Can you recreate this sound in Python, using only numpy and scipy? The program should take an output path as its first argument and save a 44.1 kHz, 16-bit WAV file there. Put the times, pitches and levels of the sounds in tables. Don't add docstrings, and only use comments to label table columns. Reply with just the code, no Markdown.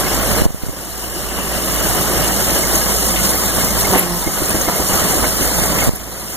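import sys
import numpy as np
from scipy import signal
from scipy.io import wavfile
from scipy.ndimage import uniform_filter1d

SR = 44100
rng = np.random.default_rng(int(sys.argv[2]) if len(sys.argv) > 2 else 0)


def output_pcm(signal):
    pcm = np.clip(np.atleast_2d(signal).T, -1, 1) * 32767
    wavfile.write(sys.argv[1], SR, np.round(pcm).astype(np.int16))


N = 280476

# (time [s], sheet-metal din [dB], chaff hiss [dB])
STRAW_LOAD = [(0, -20.5, -22.5), (.3, -21.5, -22.5), (.65, -18, -18), (1, -19.5, -17.5), (1.4, -18, -18.5),
              (1.9, -18, -18), (2.1, -20.5, -21), (2.5, -22, -20.5), (3, -22.5, -19.5),
              (3.45, -23.5, -20.5), (3.9, -21, -20), (4.3, -23.5, -22.5), (4.75, -24.5, -22.5),
              (5.05, -19, -19), (5.35, -24.5, -21.5), (5.85, -21, -21), (6.05, -24, -24.5),
              (6.36, -25.5, -23.5)]
# (time [s], level [dB])
FEEDER_LEVEL = [(0, 0), (.8, 3.5), (1.2, 10), (2, 4.5), (2.6, 4), (3.4, -0.5), (4.2, 0), (5, 1), (5.8, -3),
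                (6.36, 3)]
BARS_PER_HUM = 3.5
GROAN_START_S, GROAN_RISE_S, GROAN_HOLD_S, GROAN_RELEASE_S = 3.89, 0.04, 0.25, 0.04


def amp(db):
    return 10 ** (np.asarray(db) / 20)


def evened(x):
    return x / np.sqrt(np.mean(x ** 2) + 1e-20)


def read(points, hz):
    f, value = np.transpose(points)
    return np.interp(np.log(hz + 1), np.log(f + 1), value)


def column(table, order):
    rows = np.array(table)
    return np.interp(np.arange(N) / SR, rows[:, 0], rows[:, order])


def add(mix, s, sound):
    part = mix[..., round(s * SR):][..., :sound.shape[-1]]
    part += sound[..., :part.shape[-1]]


def ramp(start_s, length_s):
    return np.clip((np.arange(N) / SR - start_s) / length_s, 0, 1)


def drift(per_s):
    low_pass = signal.butter(2, per_s, fs=SR, output="sos")
    settled = signal.sosfilt(low_pass, rng.standard_normal(N + SR))[SR:]
    return evened(settled)


def rush(spectrum, patchy_db, flicker_db, size=512):
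    frames, hz = 4 * N // size + 5, np.fft.rfftfreq(size, 1 / SR)
    a, b, c, d, patches = rng.standard_normal((frames, len(hz), 5)).T
    patches = evened(uniform_filter1d(uniform_filter1d(patches, size=8, axis=0), size=8, axis=1))
    flicker = evened(uniform_filter1d(rng.standard_normal(frames), size=5))
    level_db = read(spectrum, hz)[:, None] + patchy_db * patches + flicker_db * flicker
    bins = np.array([a + 1j * b, c + 1j * d]) * amp(level_db)
    return evened(signal.istft(bins, nperseg=size, noverlap=3 * size // 4)[1][:, :N])


def narrow_band(order, low_hz, top_hz):
    return signal.butter(order, [low_hz, top_hz], "bandpass", fs=SR, output="sos")


def speed():
    run_hz, sag_hz = 57.52, 8.8
    slug_s, sag_s, held_s, regain_s = 3.895, 0.091, 0.408, 0.843
    since = np.maximum(np.arange(N) / SR - slug_s, 0)
    return run_hz - sag_hz * (1 - np.exp(-since / sag_s)) * (1 - ramp(slug_s + held_s, regain_s))


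def turns():
    return np.cumsum(speed() * (1 + 0.004 * drift(per_s=2.75))) / SR


def straw_db(order, surge_share, shake_db):
    # (time [s], rise of the din [dB])
    mouthfuls = [(.33, 1.5), (2.51, 3), (2.76, 2), (3.26, 1.5), (3.6, 1), (4.01, 4), (4.5, 2), (4.94, 2),
                 (5.44, 3.5), (5.61, 2)]
    surge_s = 0.052
    hums_per_shake, shake_turn = 10, 0.83
    t = np.arange(N) / SR
    surges = sum(db * np.exp(-((t - s) / surge_s) ** 2) for s, db in mouthfuls)
    shake = np.cos(2 * np.pi * (np.cumsum(speed()) / SR / hums_per_shake - shake_turn))
    return column(STRAW_LOAD, order=order) + surge_share * surges + shake_db * shake


def chaff_db():
    return straw_db(order=2, surge_share=0.73, shake_db=0.6)


def median_chaff_db():
    return np.median(np.array(STRAW_LOAD)[:, 2])


def groan(start_s, mutter_db, groan_db, sag_db_per_s):
    mutter_rise_s = 0.1
    hold_start_s = GROAN_START_S + GROAN_RISE_S
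    held_db = groan_db + sag_db_per_s * GROAN_HOLD_S * ramp(hold_start_s, GROAN_HOLD_S)
    attack = ramp(GROAN_START_S, GROAN_RISE_S) ** 2
    mutter = amp(mutter_db) * ramp(start_s, mutter_rise_s)
    release = (1 - ramp(hold_start_s + GROAN_HOLD_S, GROAN_RELEASE_S)) ** 2
    return (mutter * (1 - attack) + amp(held_db) * attack) * release


def din():
    # (frequency [Hz], relative density [dB per Hz])
    metal_spectrum = [(20, -31), (45, 0), (110, 0.5), (190, 0), (400, -4), (620, -1.5), (730, -2.5),
                      (830, -7), (980, -7), (1100, -4.5), (1350, -8), (1600, -9.5), (2100, -10.5),
                      (2600, -13), (3000, -11), (3500, -21.5), (6000, -29)]
    knocks = amp(1.5 * np.minimum(rng.exponential(1, N), 4)) * (rng.random(N) < 60 / SR)
    clatter = signal.oaconvolve(knocks, np.exp(-np.arange(2000) / 520.0))[:N]
    level = amp(straw_db(order=1, surge_share=1.0, shake_db=0.5))
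    roar = rush(metal_spectrum, patchy_db=0.58, flicker_db=0.65, size=1024)
    return level * (1 + 0.2 * evened(clatter)) * roar


def chaff(shaft):
    # (frequency [Hz], relative density [dB per Hz])
    chaff_spectrum = [(1500, -25), (3300, -6), (4200, -4.5), (4700, -2), (5300, 4.5), (6000, -4.5),
                      (7200, 1.5), (8500, -0.5), (10500, 2.5), (12000, 0.5), (14500, -0.5), (15500, -7.5)]
    links_per_hum = 0.84
    links = np.exp(-((links_per_hum * shaft) % 1) / 0.56)
    kernels = amp(3.5 * np.minimum(rng.exponential(1, N), 5)) * (rng.random(N) < 500 / SR)
    ticks = signal.oaconvolve(kernels, np.exp(-np.arange(300) / 16.0))[:N]
    beat = 1 + 0.49 * links + 0.14 * evened(ticks)
    return amp(chaff_db()) * beat * rush(chaff_spectrum, patchy_db=1.5, flicker_db=0.7)


def tinkle():
    patches, low_hz, top_hz = 30, 298.2, 13490
    hits_per_s, spread_db, level_db = 400, 3, -28.5
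    db_per_octave, ring_cycles = -0.9, 130
    hits = amp(spread_db * np.minimum(rng.exponential(1, N), 4)) * (rng.random(N) < hits_per_s / SR)
    patch, t, out = rng.integers(0, patches, N), np.arange(1200) / SR, np.zeros(N)
    for k, hz in enumerate(np.geomspace(low_hz, top_hz, patches)):
        decay = np.exp(-t * np.sqrt(hz * 6000) / ring_cycles)
        ring = np.sin(2 * np.pi * hz * t) * decay * np.minimum(t / 0.0017, 1)
        fade_out = np.cos(np.pi / 2 * t / t[-1])
        ring = ring * fade_out * amp(db_per_octave * np.log2(hz / low_hz))
        out += signal.oaconvolve(hits * (patch == k), ring)[:N]
    load_db = column(STRAW_LOAD, order=2) - median_chaff_db()
    return amp(level_db + load_db) * evened(out) * np.array([[1], [0]])


def panels():
    # (center [Hz], width [Hz], base level [dB], left minus right [dB], burstiness [dB],
    # share that follows the feeder [ratio])
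    panel_rings = [(185.4, 43.6, -33.5, -4, 2, -0.12), (349.4, 78, -45.5, 2, -0.5, 1.6),
                   (2135, 59, -47.5, -9, 7, -0.24), (6610, 330, -37, -11.5, 2.5, -0.25)]
    hush_db = -6 * groan(0, -99, 0, 0)
    out = np.zeros((2, N))
    for hz, width, db, pan_db, burst_db, feeder_share in panel_rings:
        both, *own = rng.standard_normal((3, N))
        ring = signal.sosfilt(narrow_band(4, hz - width / 2, hz + width / 2), both + 0.27 * np.array(own))
        level_db = db + burst_db * drift(per_s=20.2) + feeder_share * column(FEEDER_LEVEL, order=1)
        out += evened(ring) * amp(level_db + hush_db) * amp([[pan_db / 2], [-pan_db / 2]])
    return out * amp(chaff_db() - median_chaff_db())


def feeder():
    center_hz, width_hz, level_db = 2870, 380, -42
    band = narrow_band(3, center_hz - width_hz / 2, center_hz + width_hz / 2)
    ring = evened(signal.sosfilt(band, rng.standard_normal((2, N))))
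    load_db = column(STRAW_LOAD, order=2) - median_chaff_db()
    bursts_db = 3 * drift(per_s=33.0) + 3.5 * drift(per_s=15.0)
    return ring * amp(level_db + column(FEEDER_LEVEL, order=1) + load_db + bursts_db)


def hum(shaft):
    # (multiple of the hum [ratio], relative level [dB])
    hum_harmonics = [(1, -1), (2, -13)]
    # (time [s], level [dB])
    hum_level = [(0, -30), (.35, -21), (.7, -19.5), (1.05, -19.5), (1.4, -20.5), (1.75, -18.5), (2, -24),
                 (2.75, -25), (3.15, -20.5), (3.35, -28.5), (3.87, -23.5), (3.97, -39), (4.12, -21),
                 (4.38, -39), (4.55, -29), (4.8, -34), (5.04, -25.5), (5.7, -23.5), (6, -24), (6.36, -31)]
    port_phase = np.array([[1.1], [0]])
    tone = sum(amp(db) * np.sin(2 * np.pi * k * shaft + port_phase) for k, db in hum_harmonics)
    throb_db = 1.2 * drift(per_s=14)
    return tone * amp(column(hum_level, order=1) + throb_db) * amp([[-11], [0]])


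def pings():
    # (time [s], peak level [dB], frequency [Hz])
    metal_pings = [(0.14, -21, 6840), (2.122, -17, 11400), (2.439, -24, 6600), (2.749, -11.5, 6620),
                   (2.776, -15, 11550), (2.85, -21, 9000), (3.299, -10.5, 10560), (3.965, -11, 9700),
                   (3.974, -9, 11200), (3.978, -12, 12000), (3.988, -0.5, 11550), (4.489, -13, 9660),
                   (4.497, -20, 2540), (4.609, -12.5, 6580), (4.756, -18, 11100), (4.879, -17, 6750),
                   (4.933, -19, 6500), (5.091, -20, 11000), (5.24, -20, 2140), (5.835, -16, 11100),
                   (5.953, -10, 11150)]
    ping_s = 0.015
    out = np.zeros((2, N))
    for s, db, hz in metal_pings:
        waver = uniform_filter1d(rng.standard_normal((2, 1500)), size=60)[:, :round(ping_s * SR)]
        wavering_hz = hz * (1 + 0.38 * (hz / 11000) ** 2 * waver)
        tone = np.sin(2 * np.pi * np.cumsum(wavering_hz, axis=1) / SR)
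        add(out, s, amp(db) * tone * np.hanning(tone.shape[1]))
    return out


def wind():
    # (time [s], push [dB], direction [sign])
    wind_pops = [(.4096, 2, 1), (.4195, 10, 1), (.4555, 16, 1), (.4632, 17, -1), (.5054, 14, 1),
                 (.5455, 15, 1), (.6363, 15, 1), (.6665, 10, 1), (.6865, 12.5, 1), (.6944, 13.5, 1),
                 (4.2692, -2, 1), (5.8754, 6, 1), (5.8838, 7, 1), (5.8924, 15.5, 1), (5.9356, 6.5, 1)]
    rise_s, push_fall_s, pull_fall_s = 0.0008, 0.0017, 0.0055
    lead_s = 0.00045
    out, t = np.zeros(N), np.arange(2000) / SR
    for s, db, direction in wind_pops:
        fall_s = push_fall_s if direction > 0 else pull_fall_s
        push = (1 - np.exp(-(t / rise_s) ** 2)) * np.exp(-t / fall_s)
        add(out, s, direction * amp(db) * push)
    out = signal.sosfilt(signal.butter(1, 14, "highpass", fs=SR, output="sos"), out)
    buffet = amp(-44.0 + 1.8 * drift(per_s=3.2)) * drift(per_s=30)
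    both = np.array([out, np.roll(out, -round(lead_s * SR))]) + buffet
    return both * amp([[-1.2], [1.2]]) * [[1], [-1]]


def bundles():
    # (time [s], length [s], crunch [dB], top of the crunch [Hz], frame ring [dB])
    strikes = [(1.799, .03, -31, 400, -33), (2.553, 0.035, -23.5, 500, -34), (2.66, 0.042, -35, 400, -31),
               (3.285, 0.03, -22.5, 900, -24), (3.572, 0.031, -22, 900, -28), (3.63, .025, -23, 850, -29),
               (3.76, 0.033, -24, 900, -27), (3.885, 0.043, -22, 150, -25), (3.949, 0.029, -11, 750, -22),
               (4.268, 0.035, -19.5, 450, -19), (4.417, 0.016, -20, 465, -16),
               (4.495, 0.029, -29, 800, -27), (4.543, 0.026, -22, 497, -15), (4.677, 0.027, -16, 1180, -17),
               (4.797, 0.035, -22.5, 800, -17), (4.93, 0.03, -23, 905, -18), (5.04, 0.022, -30, 400, -23),
               (5.176, 0.027, -20.5, 600, -28), (5.222, 0.04, -19, 1476, -19),
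               (5.408, 0.017, -22, 500, -22), (5.582, 0.017, -17.5, 1010, -22),
               (5.772, 0.02, -21, 704, -37), (5.815, .02, -24, 700, -28)]
    # (frequency [Hz], relative level [dB], decay time [s])
    frame_modes = [(63, 2.5, 0.014), (319.5, 2, 0.0081), (632, -6.5, 0.0087)]
    out, t = np.zeros((2, N)), np.arange(4000) / SR
    thud = sum(amp(db) * np.sin(2 * np.pi * hz * t) * np.exp(-t / fall_s) for hz, db, fall_s in frame_modes)
    thud = thud * np.minimum(t / 0.0018, 1)
    for s, length_s, crunch_db, top_hz, ring_db in strikes:
        snaps = rng.standard_normal((2, round(length_s * SR))) ** 3
        crunch = evened(signal.sosfilt(narrow_band(2, 60, top_hz), snaps))
        add(out, s, amp(crunch_db) * crunch * signal.windows.tukey(snaps.shape[1], 0.35))
        add(out, s, amp(ring_db) * thud[None])
    return out


def clanks():
    # (time [s], noise level [dB])
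    housing_clanks = [(2.4927, -26), (3.1594, -20), (3.9474, -16), (3.9789, -18), (4.497, -34),
                      (5.241, -32), (5.5994, -30), (5.7848, -19)]
    fall_s = 0.038
    out, t = np.zeros((2, N)), np.arange(3000) / SR
    band = narrow_band(3, 1930, 3000)
    for s, db in housing_clanks:
        clank = evened(signal.sosfilt(band, rng.standard_normal((2, len(t)))))
        add(out, s, amp(db) * clank * np.minimum(t / 0.00086, 1) * np.exp(-t / fall_s))
    return out


def cylinder_bars(shaft):
    # (multiple of the bar rate [ratio], relative level [dB])
    bar_overtones = [(2, 0), (3, -7), (4, -9), (5, -8), (6, -6)]
    bar_turns = BARS_PER_HUM * shaft + 0.02 * drift(per_s=40)
    overtones = sum(amp(db) * np.sin(2 * np.pi * k * bar_turns) for k, db in bar_overtones)
    bars = groan(3.45, mutter_db=-38, groan_db=-20, sag_db_per_s=-8) * np.sin(2 * np.pi * bar_turns)
    bars = bars + groan(3.77, mutter_db=-30, groan_db=-20.5, sag_db_per_s=-30) * overtones
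    return bars * amp(1.6 * drift(per_s=35)) * amp([[-2.5], [1.5]])


def hammering(shaft):
    start_s, rise_s, fall_s, level_db = 3.915, 0.024, 0.042, -13.5
    crack_share = 0.38
    since = np.arange(N) / SR - start_s - rise_s
    swell = ramp(start_s, rise_s) ** 2 * np.exp(-np.maximum(since, 0) / fall_s)
    cracks = np.exp(-((BARS_PER_HUM * shaft) % 1) / crack_share) * rng.standard_normal((2, N))
    return amp(level_db) * swell * evened(signal.sosfilt(narrow_band(2, 200, 1250), cracks))


def whine():
    # (time [s], frequency [Hz], level [dB])
    whine_path = [(4.05, 900, -60), (4.1, 930, -36), (4.18, 985, -35), (4.23, 900, -32), (4.3, 770, -33),
                  (4.37, 700, -60)]
    tone = np.sin(2 * np.pi * np.cumsum(column(whine_path, order=1)) / SR)
    return amp(column(whine_path, order=2)) * tone * amp([[-3], [1]])


def smooth_chance(shape, bins, frames):
    across = uniform_filter1d(rng.standard_normal(shape), size=bins, axis=0)
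    return evened(uniform_filter1d(across, size=frames, axis=1))


def ports(pair):
    # (time [s], lag between ports [s], how sharply bands agree [ratio],
    # how sharply bands oppose [ratio])
    stereo_image = [(0, .000392, 1.5, 1.06), (.6, .000392, 1.6, 1.1), (1, .000395, 2.6, 1.3),
                    (1.8, .000395, 2.5, 1.35), (2.2, .000394, 2.2, 1.4), (2.6, .000391, 1.8, 2),
                    (3.4, .000388, 1.7, 2.4), (4.2, .00039, 1.75, 1.4), (5, .000387, 1.55, 1.55),
                    (5.4, .000381, 1.22, 3), (6.36, .000384, 1.2, 2.5)]
    # (frequency [Hz], phase [rad])
    body_phase = [(100, .6), (200, 1.4), (500, 1.8), (800, 1.05), (1280, 0), (1900, -.2), (2400, .12),
                  (2900, .12), (3400, 0), (4100, 0), (4600, .3), (5400, .1), (6500, 0)]
    # (frequency [Hz], share [ratio])
    lag_share = [(300, 1), (550, .3), (1100, 0), (1600, 0), (2000, .55), (2300, 0), (5500, 0), (7000, .5),
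                 (9500, 1)]
    # (frequency [Hz], likeness [ratio])
    port_likeness = [(50, .45), (200, .72), (600, .9), (1050, 1), (5520, 1), (5950, .4), (6600, .5),
                     (8500, .6), (10300, .85), (12300, .7), (15000, .7)]
    # (frequency [Hz], left minus right [dB])
    port_balance = [(60, -5), (200, -4.5), (700, -1), (1300, 4), (2000, -6), (2900, 10), (3500, -7),
                    (6500, 5.5), (9000, -2), (10500, -2.5), (14000, 0)]
    # (time [s], share [ratio])
    opposition_limit = [(0, 0.99), (.5, 1.06), (1, 0.91), (1.7, 0.93), (2.2, 0.87), (2.7, 1.3), (3.4, 1.19),
                        (4.1, 0.93), (4.6, 1.57), (5, 1.4), (5.4, 2.1), (5.8, 1), (6.36, 1.5)]
    band_rad_per_khz = 0.066

    hz, t, (a, b) = signal.stft(pair, SR, nperseg=1024, noverlap=768)
    at = np.minimum(t * SR, N - 1).astype(int)
    tall_hz = hz[:, None]
    lag = column(stereo_image, order=1)[at] * (1 + 0.012 * drift(per_s=6)[at])
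    phase = np.pi + 2 * np.pi * tall_hz * lag + read(body_phase, hz)[:, None]
    facing = np.cos(phase)
    share = np.clip(read(lag_share, hz), 0, 1)[:, None]
    oppose = column(stereo_image, order=3)[at] ** np.clip(tall_hz / 5000, 0.3, 1) ** 1.5
    sharpness = np.where(facing > 0, column(stereo_image, order=2)[at], oppose)
    fine_flicker = smooth_chance(phase.shape, bins=9, frames=6)
    broad_flicker = smooth_chance(phase.shape, bins=40, frames=7)

    limit = np.clip(column(opposition_limit, order=1)[at] + 0.2 * broad_flicker, 0, 1)
    half_rad = band_rad_per_khz * tall_hz / 1000 * amp(2.5 * fine_flicker) * (broad_flicker > -1.9)
    limit = np.where(np.arccos(abs(facing)) < half_rad, 1, limit)
    taper = np.where((facing < 0) & (tall_hz < 3800), abs(facing) ** 0.32, 1)
    firm = np.maximum(sharpness * amp(2.6 * fine_flicker), 1.08) * facing * taper
    firm = np.clip(firm, -limit, 1 - np.clip(0.052 * broad_flicker, 0, 1))

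    like = (1 - share) * firm + share * np.exp(1j * phase)
    like = like * np.clip(read(port_likeness, hz), 0, 1)[:, None]
    apart = np.sqrt(np.clip(1 - abs(like) ** 2, 0, 1))
    tilt = amp(read(port_balance, hz)[:, None] * apart / 2)
    left, right = a * tilt, (like * a + apart * b) / tilt
    return signal.istft(np.array([left, right]), SR, nperseg=1024, noverlap=768)[1][:, :N]


def scene():
    shaft = turns()
    machine = din() + chaff(shaft) + tinkle() + feeder() + pings() + bundles() + clanks() + hammering(shaft)
    tones = np.sqrt(2) * (hum(shaft) + cylinder_bars(shaft) + whine())
    return ports(machine) + panels() + tones + wind()


def record(dry):
    power = signal.lfilter([1 / 180], [1, 1 / 180 - 1], (dry ** 2).mean(0))
    power_db = 10 * np.log10(power + 1e-12)
    rise_db = np.arange(N) * 12.1 / SR
    held_db = np.maximum.accumulate(power_db + rise_db) - rise_db
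    over_db = np.maximum(held_db + 10.5, 0)
    over_db = signal.lfilter([1 / 60], [1, 1 / 60 - 1], over_db)
    clipped = np.clip(dry / amp(0.89 * over_db), -0.99, 0.99)
    low_pass = signal.firwin(1023, 15500, window=("kaiser", 9), fs=SR)
    return signal.oaconvolve(clipped, low_pass[None], "same")


dry = scene()
out = record(dry)
output_pcm(out)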